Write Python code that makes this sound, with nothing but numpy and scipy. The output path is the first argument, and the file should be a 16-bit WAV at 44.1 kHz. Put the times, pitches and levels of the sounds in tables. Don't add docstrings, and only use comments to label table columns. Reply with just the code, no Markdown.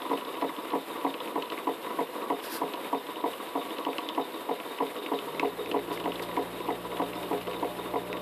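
import sys
import numpy as np
from scipy import signal
from scipy.fft import rfft, irfft
from scipy.io import wavfile

SR = 44100
rng = np.random.default_rng(int(sys.argv[2]) if len(sys.argv) > 2 else 0)


def log_audio(samples):
    frames = np.atleast_2d(samples).T
    limited = np.clip(frames, -1, 1)
    pcm = np.round(limited * 32767).astype(np.int16)
    wavfile.write(sys.argv[1], SR, pcm)


N = 362061


def from_db(db):
    return 10 ** (np.asarray(db) / 20)


def rms_one(x):
    return x / np.sqrt(np.mean(x ** 2) + 1e-20)


def in_time(rows):
    s, *columns = np.transpose(rows)
    t = np.arange(N) / SR
    return [np.interp(t, s, column) for column in columns]


def drift(rate_hz):
    r = np.exp(-2 * np.pi * rate_hz / SR)
    noise = rng.standard_normal(N + SR)
    return rms_one(signal.lfilter([1], [1, -2 * r, r * r], noise)[SR:])


def band(x, edges_hz):
    return signal.sosfilt(signal.butter(2, edges_hz, "band", fs=SR, output="sos"), x + 1e-18)


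def coloured(x, spectrum):
    hz, db = np.transpose(spectrum)
    f = np.maximum(np.fft.rfftfreq(N, 1 / SR), 1)
    gain = from_db(np.interp(np.log(f), np.log(hz), db))
    return rms_one(irfft(rfft(x) * gain, N))


def grains(per_s, spread_db):
    sizes = from_db(spread_db * np.minimum(rng.exponential(1, N), 5))
    signed = sizes * rng.choice([-1, 1], N)
    return rms_one(signed * (rng.random(N) < per_s / SR))


def clicks(times, db):
    out = np.zeros(N)
    at = np.clip(np.round(times * SR).astype(int), 0, N - 1)
    np.add.at(out, at, from_db(db))
    return out


def ring(force, hz, t60):
    r = from_db(-60 / (t60 * SR))
    w = 2 * np.pi * hz / SR
    return signal.lfilter([0, np.sin(w)], [1, -2 * r * np.cos(w), r * r], force + 1e-18)


def strike(modes, times, db, spread_db, pitch_hz=None):
    vary = spread_db * rng.standard_normal((len(times), len(modes)))
    if pitch_hz is not None:
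        mode_hz = np.array(modes)[:, 0]
        vary -= 17.0 * np.abs(np.log2(mode_hz / pitch_hz[:, None]))
    return sum(swing * ring(clicks(times, db + vary[:, k]), hz, t60)
               for k, (hz, t60, swing) in enumerate(modes))


# (frequency [Hz], relative level [dB per Hz])
HISS_COLOUR = [(20, -30), (50, -17.5), (120, -7), (300, 8.5), (500, 13), (900, 4.5), (1600, 1), (3000, -1),
               (3800, -6), (5200, -16), (6000, -22), (8000, -12.5), (12000, -8.5), (14400, -12)]
# (frequency [Hz], level [dB rms])
WHINE_TONES = [(11112, -79), (11650, -77), (12337, -76), (12397, -63), (12456, -77)]
HISS_DB = -43


def background():
    t = np.arange(N) / SR
    whine = sum(np.sqrt(2) * from_db(db) * np.sin(2 * np.pi * hz * t) for hz, db in WHINE_TONES)
    level = from_db(HISS_DB + 1.6 * drift(16))
    return level * coloured(rng.standard_normal(N), HISS_COLOUR) + whine


# (start [s], swell [s], hold [s], level at the hold [dB])
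RUSTLE_TIMES = [(2.367, 0.07, 0.028, -43), (2.402, 0.12, .045, -37.5), (5.891, 0.036, 0.017, -45.5),
                (6.205, 0.02, .001, -41.5)]
# (frequency [Hz], relative level [dB per Hz])
RUSTLE_COLOUR = [(880, -29), (1500, 2.5), (1950, -2.5), (2340, -9.5), (4890, -3), (6440, -15.5),
                 (7350, -11.5), (12600, -5), (14400, -9)]
RUSTLE_FADE_S, RUSTLE_RANGE_DB = 0.11, 49


def rustles():
    t = np.arange(N) / SR
    quiet = -RUSTLE_RANGE_DB
    gain = 0
    for start, swell, hold, db in RUSTLE_TIMES:
        corners = np.cumsum([start, swell, hold, RUSTLE_FADE_S])
        gain = gain + from_db(db + np.interp(t, corners, [quiet, 0, 0, quiet], -90, -90))
    noise = rng.standard_normal(N) + 0.48 * grains(710, 1.7)
    return gain * coloured(noise, RUSTLE_COLOUR)


# (time [s], shaft speed [Hz], load [dB])
COMPRESSOR_RUN = [(5.15, 40, -50), (5.25, 46, -27), (5.32, 50.4, -18), (5.45, 56, -5), (5.85, 58.2, -2),
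                  (6.4, 59, 0), (7.3, 59.7, 0), (8.21, 59.95, 1)]
# (multiple of shaft speed [-], level [dB rms])
HUM_ORDERS = [(1, -62), (2, -60.5), (3, -51), (4, -62), (5, -57), (6, -54), (7, -55), (8, -56), (10, -54.5),
              (12, -61), (14, -57)]
# (centre [Hz], width [Hz], lift [dB])
HUM_RESONANCES = [(145, 22, 16), (172, 2.5, -7), (347, 7, 11), (598, 8, 7)]
MOTOR_RUMBLE_DB, MOTOR_RUMBLE_HZ = -66, (35, 160)


def compressor():
    shaft_hz, load_db = in_time(COMPRESSOR_RUN)
    phase = 2 * np.pi * np.cumsum(shaft_hz) / SR
    on = np.arange(N) / SR > COMPRESSOR_RUN[0][0]
    hum = 0
    for k, db in HUM_ORDERS:
        path_db = sum(lift_db * np.exp(-((k * shaft_hz - centre_hz) / width_hz) ** 2)
                      for centre_hz, width_hz, lift_db in HUM_RESONANCES)
        waver_db = (0.7 + 0.09 * k) * drift(4.7)
        tone = np.sin(k * phase + rng.uniform(0, 2 * np.pi))
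        hum = hum + from_db(db + load_db + path_db + waver_db) * tone
    noise = rms_one(band(rng.standard_normal(N), MOTOR_RUMBLE_HZ))
    rumble = from_db(MOTOR_RUMBLE_DB + load_db) * noise
    return on * (np.sqrt(2) * hum + rumble)


def turn_starts():
    s = np.array(KNOCK_BLOWS)[:, 0]
    return np.r_[2 * s[0] - s[1], s, 2 * s[-1] - s[-2]]


# (share of turn [-], sliding load [dB], valve flow [dB])
TURN_CYCLE = [(0, -5, -12), (.05, -8, -20), (.085, -8, -2), (.145, -5, 1), (.25, -3, -3), (.33, -3, -7),
              (.41, -6, -16), (.49, -5, -16), (.53, 1, 0), (.58, -1, 0), (.66, -4, -4), (.75, 1, -3),
              (.85, 0, -2), (.93, -2, -9), (1, -5, -12)]


def round_the_turn():
    s = turn_starts()
    angle = np.interp(np.arange(N) / SR, s, np.arange(len(s))) % 1
    share, load_db, flow_db = np.transpose(TURN_CYCLE)
    return np.interp(angle, share, load_db), np.interp(angle, share, flow_db)


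def every_turn(contacts, spread_db, jitter_s):
    s = turn_starts()
    rows = np.array([(start + share * length, *rest)
                     for start, length in zip(s, np.diff(s))
                     for share, *rest in contacts])
    rows[:, :2] += rng.standard_normal((len(rows), 2)) * [jitter_s, spread_db]
    inside = (rows[:, 0] > 0) & (rows[:, 0] < N / SR)
    return rows[inside]


# (frequency [Hz], width [Hz], relative level [dB])
PORT_WHISTLES = [(3620, 200, 19.5), (3728, 300, 22), (3050, 450, 12), (4600, 1350, 7.5)]


def valve(level_db):
    air = rng.standard_normal(N) * from_db(1.6 * drift(76) + 0.73 * drift(7.0))
    whistle = 0
    for hz, width, db in PORT_WHISTLES:
        t60 = 4.5 / width
        whistle = whistle + from_db(db) * rms_one(ring(ring(air, hz, t60), hz, t60))
    return from_db(level_db) * rms_one(whistle)


# (frequency [Hz], drive [dB])
LOOSE_PART_DRIVE = [(175, -15.5), (240, -43.5), (300, 6), (370, -7), (470, 2), (580, -11), (700, -6),
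                    (800, -36), (970, 2), (1150, -2), (1260, -4), (1400, -11), (2000, -11.5)]


def loose_bed():
    hz, t60, first, second = np.transpose(BED_MODES)
    at_hz, db = np.transpose(LOOSE_PART_DRIVE)
    drive = from_db(np.interp(np.log(hz), np.log(at_hz), db))
    return np.c_[hz, t60, np.sign(first) * drive]


# (time [s], rumble [dB], valve hiss [dB])
SLIDE_AND_VALVE_LEVELS = [(0, -37.5, -48), (1, -38.5, -51), (2.2, -38.5, -52.5), (2.7, -37, -52),
                          (2.95, -41, -49.5), (4.85, -40, -48), (5.2, -36.5, -47), (5.8, -39.5, -50.5),
                          (8.21, -38, -50.5)]
# (share of turn [-], blow level [dB])
REPEATED_BUMPS = [(.517, -41), (.75, -47.5), (.96, -49)]
# (time [s], blow level [dB])
LOOSE_BUMPS = [(.018, -46), (0.099, -36.5), (0.221, -39.5), (0.283, -41), (0.359, -45), (0.492, -39),
               (0.586, -44), (0.651, -43), (0.719, -44), (0.955, -39), (1.035, -44), (1.143, -42),
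               (1.302, -52), (1.427, -39.5), (1.521, -35.5), (1.757, -51), (1.866, -35), (1.903, -39),
               (1.975, -44), (2.179, -38), (2.22, -36), (2.269, -56), (2.55, -40), (2.741, -38.5),
               (3.093, -43), (3.4, -41), (3.651, -41.5), (3.611, -44), (3.778, -45), (3.802, -39.5),
               (3.984, -51), (4.094, -51), (4.6, -41), (4.71, -42), (4.966, -44), (5.221, -40),
               (5.344, -53), (5.399, -56), (5.413, -47), (5.591, -46), (5.715, -39.5), (5.879, -41),
               (5.909, -34), (6.041, -37.5), (6.149, -56), (6.199, -42), (6.286, -43), (6.357, -45),
               (6.658, -44), (6.987, -42), (7.474, -37), (7.512, -39), (7.851, -55), (8.104, -54),
               (8.134, -34.5), (8.15, -39.5)]
BUMP_SPREAD_DB, BUMP_JITTER_S = 0.5, 0.003906


def slides(level_db):
    load = from_db(level_db + 1.36 * drift(29))
    bumps = np.r_[every_turn(REPEATED_BUMPS, BUMP_SPREAD_DB, BUMP_JITTER_S), LOOSE_BUMPS]
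    rumble = sum(swing * ring(load * grains(300, 2.4), hz, 0.43 * t60)
                 for hz, t60, swing in loose_bed())
    load_rms = np.sqrt(np.mean(load ** 2))
    return load_rms * rms_one(rumble) + strike(loose_bed(), *bumps.T, spread_db=2.5)


# (frequency [Hz], relative level [dB], 60 dB fade [s])
LINK_MODES = [(2015, -8.5, 0.01), (2450, -4.5, 0.0037), (2887, -7, 0.0085), (3450, -10, 0.007),
              (4080, -14, 0.011), (5150, -25.5, 0.026)]
# (share of turn [-], blow level [dB], pitch [Hz])
REPEATED_TICKS = [(.004, -27, 2100), (.066, -26, 2100), (.21, -34, 4300), (.33, -46, 3800),
                  (.455, -33, 4200), (.575, -44, 4270), (.739, -28, 2420), (.91, -34, 4200)]
# (time [s], blow level [dB], pitch [Hz])
LOOSE_TICKS = [(0.0181, -21, 3530), (0.0944, -24, 3550), (0.173, -21, 2870), (0.209, -25, 2940),
               (0.2475, -22.5, 3650), (0.272, -34, 3500), (0.288, -28, 2900), (0.3393, -31, 2920),
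               (0.352, -25, 2900), (0.3675, -27, 3100), (0.412, -17, 3460), (0.4898, -24, 2000),
               (0.6509, -30, 2160), (0.5627, -26, 2730), (0.702, -22, 3080), (0.719, -27, 3100),
               (1.011, -22, 3040), (1.101, -28, 3140), (1.1394, -18, 2870), (1.179, -28, 2580),
               (1.2007, -19.5, 3600), (1.2548, -22, 2700), (1.274, -28, 2670), (1.4216, -18.5, 3080),
               (1.456, -25.5, 3040), (1.499, -23, 3560), (1.5196, -20, 3460), (1.5355, -29, 2300),
               (1.575, -19, 2310), (1.862, -22.5, 2290), (1.9038, -24, 2180), (2.3981, -24, 2930),
               (2.4379, -25, 3510), (2.459, -27, 3480), (2.4757, -27, 2600), (2.498, -22, 3880),
               (2.6762, -22, 2370), (2.7545, -27, 3020), (2.735, -14, 2920), (3.0661, -23.5, 3270),
               (3.1562, -26, 2550), (3.3306, -23, 2850), (3.47, -28, 3600), (3.6144, -22.5, 3080),
               (3.6506, -26, 2830), (3.6878, -27, 2670), (3.704, -19.5, 3160), (3.7675, -24.5, 2550),
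               (3.7815, -22.5, 3620), (3.8494, -22.5, 2930), (3.93, -24, 2560), (3.9817, -11, 2700),
               (4.0043, -25, 2970), (4.0877, -18, 3140), (4.1482, -25, 2750), (4.5999, -21.5, 2720),
               (4.722, -27, 2020), (4.7845, -24, 2870), (4.865, -25, 2920), (4.903, -24.5, 2120),
               (4.9629, -23, 2170), (5.033, -33, 3600), (5.061, -19.5, 2400), (5.1447, -29, 3760),
               (5.1875, -18, 3030), (5.3462, -31, 1880), (5.3949, -11, 2450), (5.4555, -28, 2040),
               (5.659, -41, 2160), (5.771, -24, 2000), (5.7905, -26, 2020), (5.7125, -13.5, 2870),
               (5.8732, -26, 2120), (5.913, -20.5, 3360), (5.957, -22, 3550), (5.9737, -23, 2020),
               (5.9989, -18, 2920), (6.039, -22, 3040), (6.1184, -17.5, 3040), (6.1555, -20.5, 3790),
               (6.194, -17.5, 1960), (6.2335, -22.5, 3700), (6.313, -25, 2620), (6.3645, -21, 2220),
               (6.558, -27, 2220), (6.6024, -29, 2540), (6.6774, -25, 2760), (6.9157, -29, 2520),
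               (6.969, -21, 2870), (7.1312, -19.5, 2480), (7.1523, -22.5, 3820), (7.23, -27, 2440),
               (7.253, -31, 2900), (7.375, -24, 2560), (7.411, -26, 3640), (7.449, -29, 2480),
               (7.469, -22.5, 2900), (7.511, -21.5, 2890), (7.531, -17.5, 2400), (7.543, -32, 2600),
               (8.168, -26, 2150), (8.1261, -20, 2420)]
# (delay [s], level [dB])
TICK_ROUTES = [(.0012, -2), (.0035, -3.5), (.008, -12), (.013, -19)]
TICK_SPREAD_DB, TICK_JITTER_S = 1.8, .0008
CRACK_DB, CRACK_HZ = -1.0, (1100, 3300)
THUD_DB, THUD_LAG_S = -23.5, 0.00296
CHATTER_DB = -54.5


def ticks():
    events = np.r_[every_turn(REPEATED_TICKS, TICK_SPREAD_DB, TICK_JITTER_S), LOOSE_TICKS]
    s, tick_db, pitch_hz = events.T
    arrivals = [(s + lag, tick_db + db, pitch_hz) for lag, db in TICK_ROUTES]
    times, db, hz = np.concatenate(arrivals, axis=1)
    links = [(mode_hz, t60, (-1) ** k * from_db(mode_db))
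             for k, (mode_hz, mode_db, t60) in enumerate(LINK_MODES)]
    clinks = strike(links, times, db, spread_db=4.5, pitch_hz=hz)
    cracks = band(clicks(times, db + CRACK_DB), CRACK_HZ)
    thuds = strike(loose_bed(), s + THUD_LAG_S, tick_db + THUD_DB, spread_db=3.0)
    chatter = sum(from_db(mode_db) * ring(grains(250, 3.5), mode_hz, t60)
                  for mode_hz, mode_db, t60 in LINK_MODES)
    return clinks + cracks + thuds + from_db(CHATTER_DB) * rms_one(chatter)


# (time [s], first blow [dB], second blow [dB])
KNOCK_BLOWS = [(0.11, -21.5, -23), (0.4208, -22, -23), (0.7319, -21.5, -22.5), (1.0454, -21.5, -23),
               (1.356, -23.5, -24.5), (1.6702, -22.5, -24), (1.9869, -23.5, -24.5), (2.3004, -21, -23.5),
               (2.6138, -23.5, -23.5), (2.9265, -22.5, -25), (3.238, -23, -24.5), (3.5516, -23.5, -25),
               (3.8637, -24, -25.5), (4.1758, -21.5, -24), (4.489, -23, -23.5), (4.8026, -23, -23),
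               (5.115, -23, -23.5), (5.427, -21.5, -23), (5.741, -22, -23), (6.0547, -24.5, -24),
               (6.3695, -23.5, -24.5), (6.6842, -24, -23), (6.9968, -23, -24.5), (7.31, -25, -23.5),
               (7.6249, -24, -24.5), (7.9369, -25.5, -23)]
# (frequency [Hz], 60 dB fade [s], swing from first blow [-], swing from second blow [-])
BED_MODES = [(175, .126, -.05, .28), (243, .18, .16, -.03), (274, .16, -.5, .2), (317, .092, .66, -.05),
             (357, .076, .3, .09), (412, .17, .23, .44), (468, .082, -.48, -1), (500, .14, .16, .41),
             (553, .14, .26, .14), (589, .072, .01, -.3), (682, .125, -.45, .19), (712, .16, .14, .33),
             (746, .138, .34, .05), (863, .18, .37, -.3), (896, .157, .2, -.02), (941, .18, -.49, -.48),
             (997, .125, .76, .58), (1087, .068, .17, -.23), (1139, .102, -.3, -.07),
             (1256, .048, .07, -.26), (1374, .039, .04, -.04), (1859, .046, .04, -.07),
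             (1991, .034, -.07, -.15)]
SECOND_BLOW_S = .0197
KNOCK_DETUNE, KNOCK_SPREAD_DB = .003, 2.0
CONTACT_S = .0007


def knocks():
    hz, t60, *swings = np.transpose(BED_MODES)[:, :, None]
    t = np.arange(SR // 5) / SR
    out = np.zeros(N + SR)
    fade = from_db(-60 * t / t60) * (1 - np.exp(-t / CONTACT_S))
    chances = rng.standard_normal((len(KNOCK_BLOWS), 3, len(BED_MODES), 1))
    for (s, *dbs), chance in zip(KNOCK_BLOWS, chances):
        mode_hz = hz * (1 + KNOCK_DETUNE * chance[2])
        modes = fade * np.sin(2 * np.pi * mode_hz * t)
        for k, lag in enumerate((0, SECOND_BLOW_S)):
            i = round((s + lag) * SR)
            strength = swings[k] * from_db(dbs[k] + KNOCK_SPREAD_DB * chance[k])
            out[i:i + len(t)] += np.sum(strength * modes, axis=0)
    return out[:N]


# (centre [Hz], width [Hz])
WANDERING_BANDS = [(300, 74), (420, 35), (720, 105), (1030, 255)]
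# (time [s], band 1 [dB], band 2 [dB], band 3 [dB], band 4 [dB])
WANDERING_LIFTS = [(0, 1, -3.5, -4.5, -0.063), (1.3, 0, -6, -4, -0.083), (2.5, 0.24, -2.5, -1.5, -0.27),
                   (3.6, 0.3, -5.5, 0, 1.4), (4.5, 1, -1.5, -0.5, -1.7), (5.6, 0.26, 3, -1, -2.4),
                   (6.6, 0.94, -1.5, 0, -0.89), (8.21, 1, 0.5, 2, -3.4)]


def wandering_microphone(x):
    change = 0
    for (hz, width_hz), db in zip(WANDERING_BANDS, in_time(WANDERING_LIFTS)):
        peak = signal.iirpeak(hz, hz / width_hz, fs=SR)
        change = change + (from_db(db) - 1) * signal.lfilter(*peak, x)
    return x + change


ROOM_T60_S, ROOM_DB = .2, -18


def room(x):
    t = np.arange(SR // 2) / SR
    tail = rng.standard_normal(len(t)) * from_db(-60 * t / ROOM_T60_S) * (t > .006)
    tail = signal.lfilter([.4], [1, -.6], tail)
    return signal.fftconvolve(x, tail / np.sqrt(np.sum(tail ** 2)))[:N]


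BOARD_CUT_HZ = 206.6


def scene():
    load_db, flow_db = round_the_turn()
    rumble_db, hiss_db = in_time(SLIDE_AND_VALVE_LEVELS)
    engine = knocks() + ticks() + slides(rumble_db + load_db) + valve(hiss_db + flow_db)
    engine = wandering_microphone(engine)
    bass_cut = signal.butter(4, BOARD_CUT_HZ, "high", fs=SR, output="sos")
    engine = signal.sosfilt(bass_cut, engine)
    engine_in_room = engine + from_db(ROOM_DB) * room(engine)
    return (engine_in_room + compressor() + rustles() + background())[None]


CUTOFF_HZ = 14520


def record(dry):
    return signal.sosfilt(signal.ellip(12, .5, 70, CUTOFF_HZ, fs=SR, output="sos"), dry)


dry = scene()
out = record(dry)
log_audio(out)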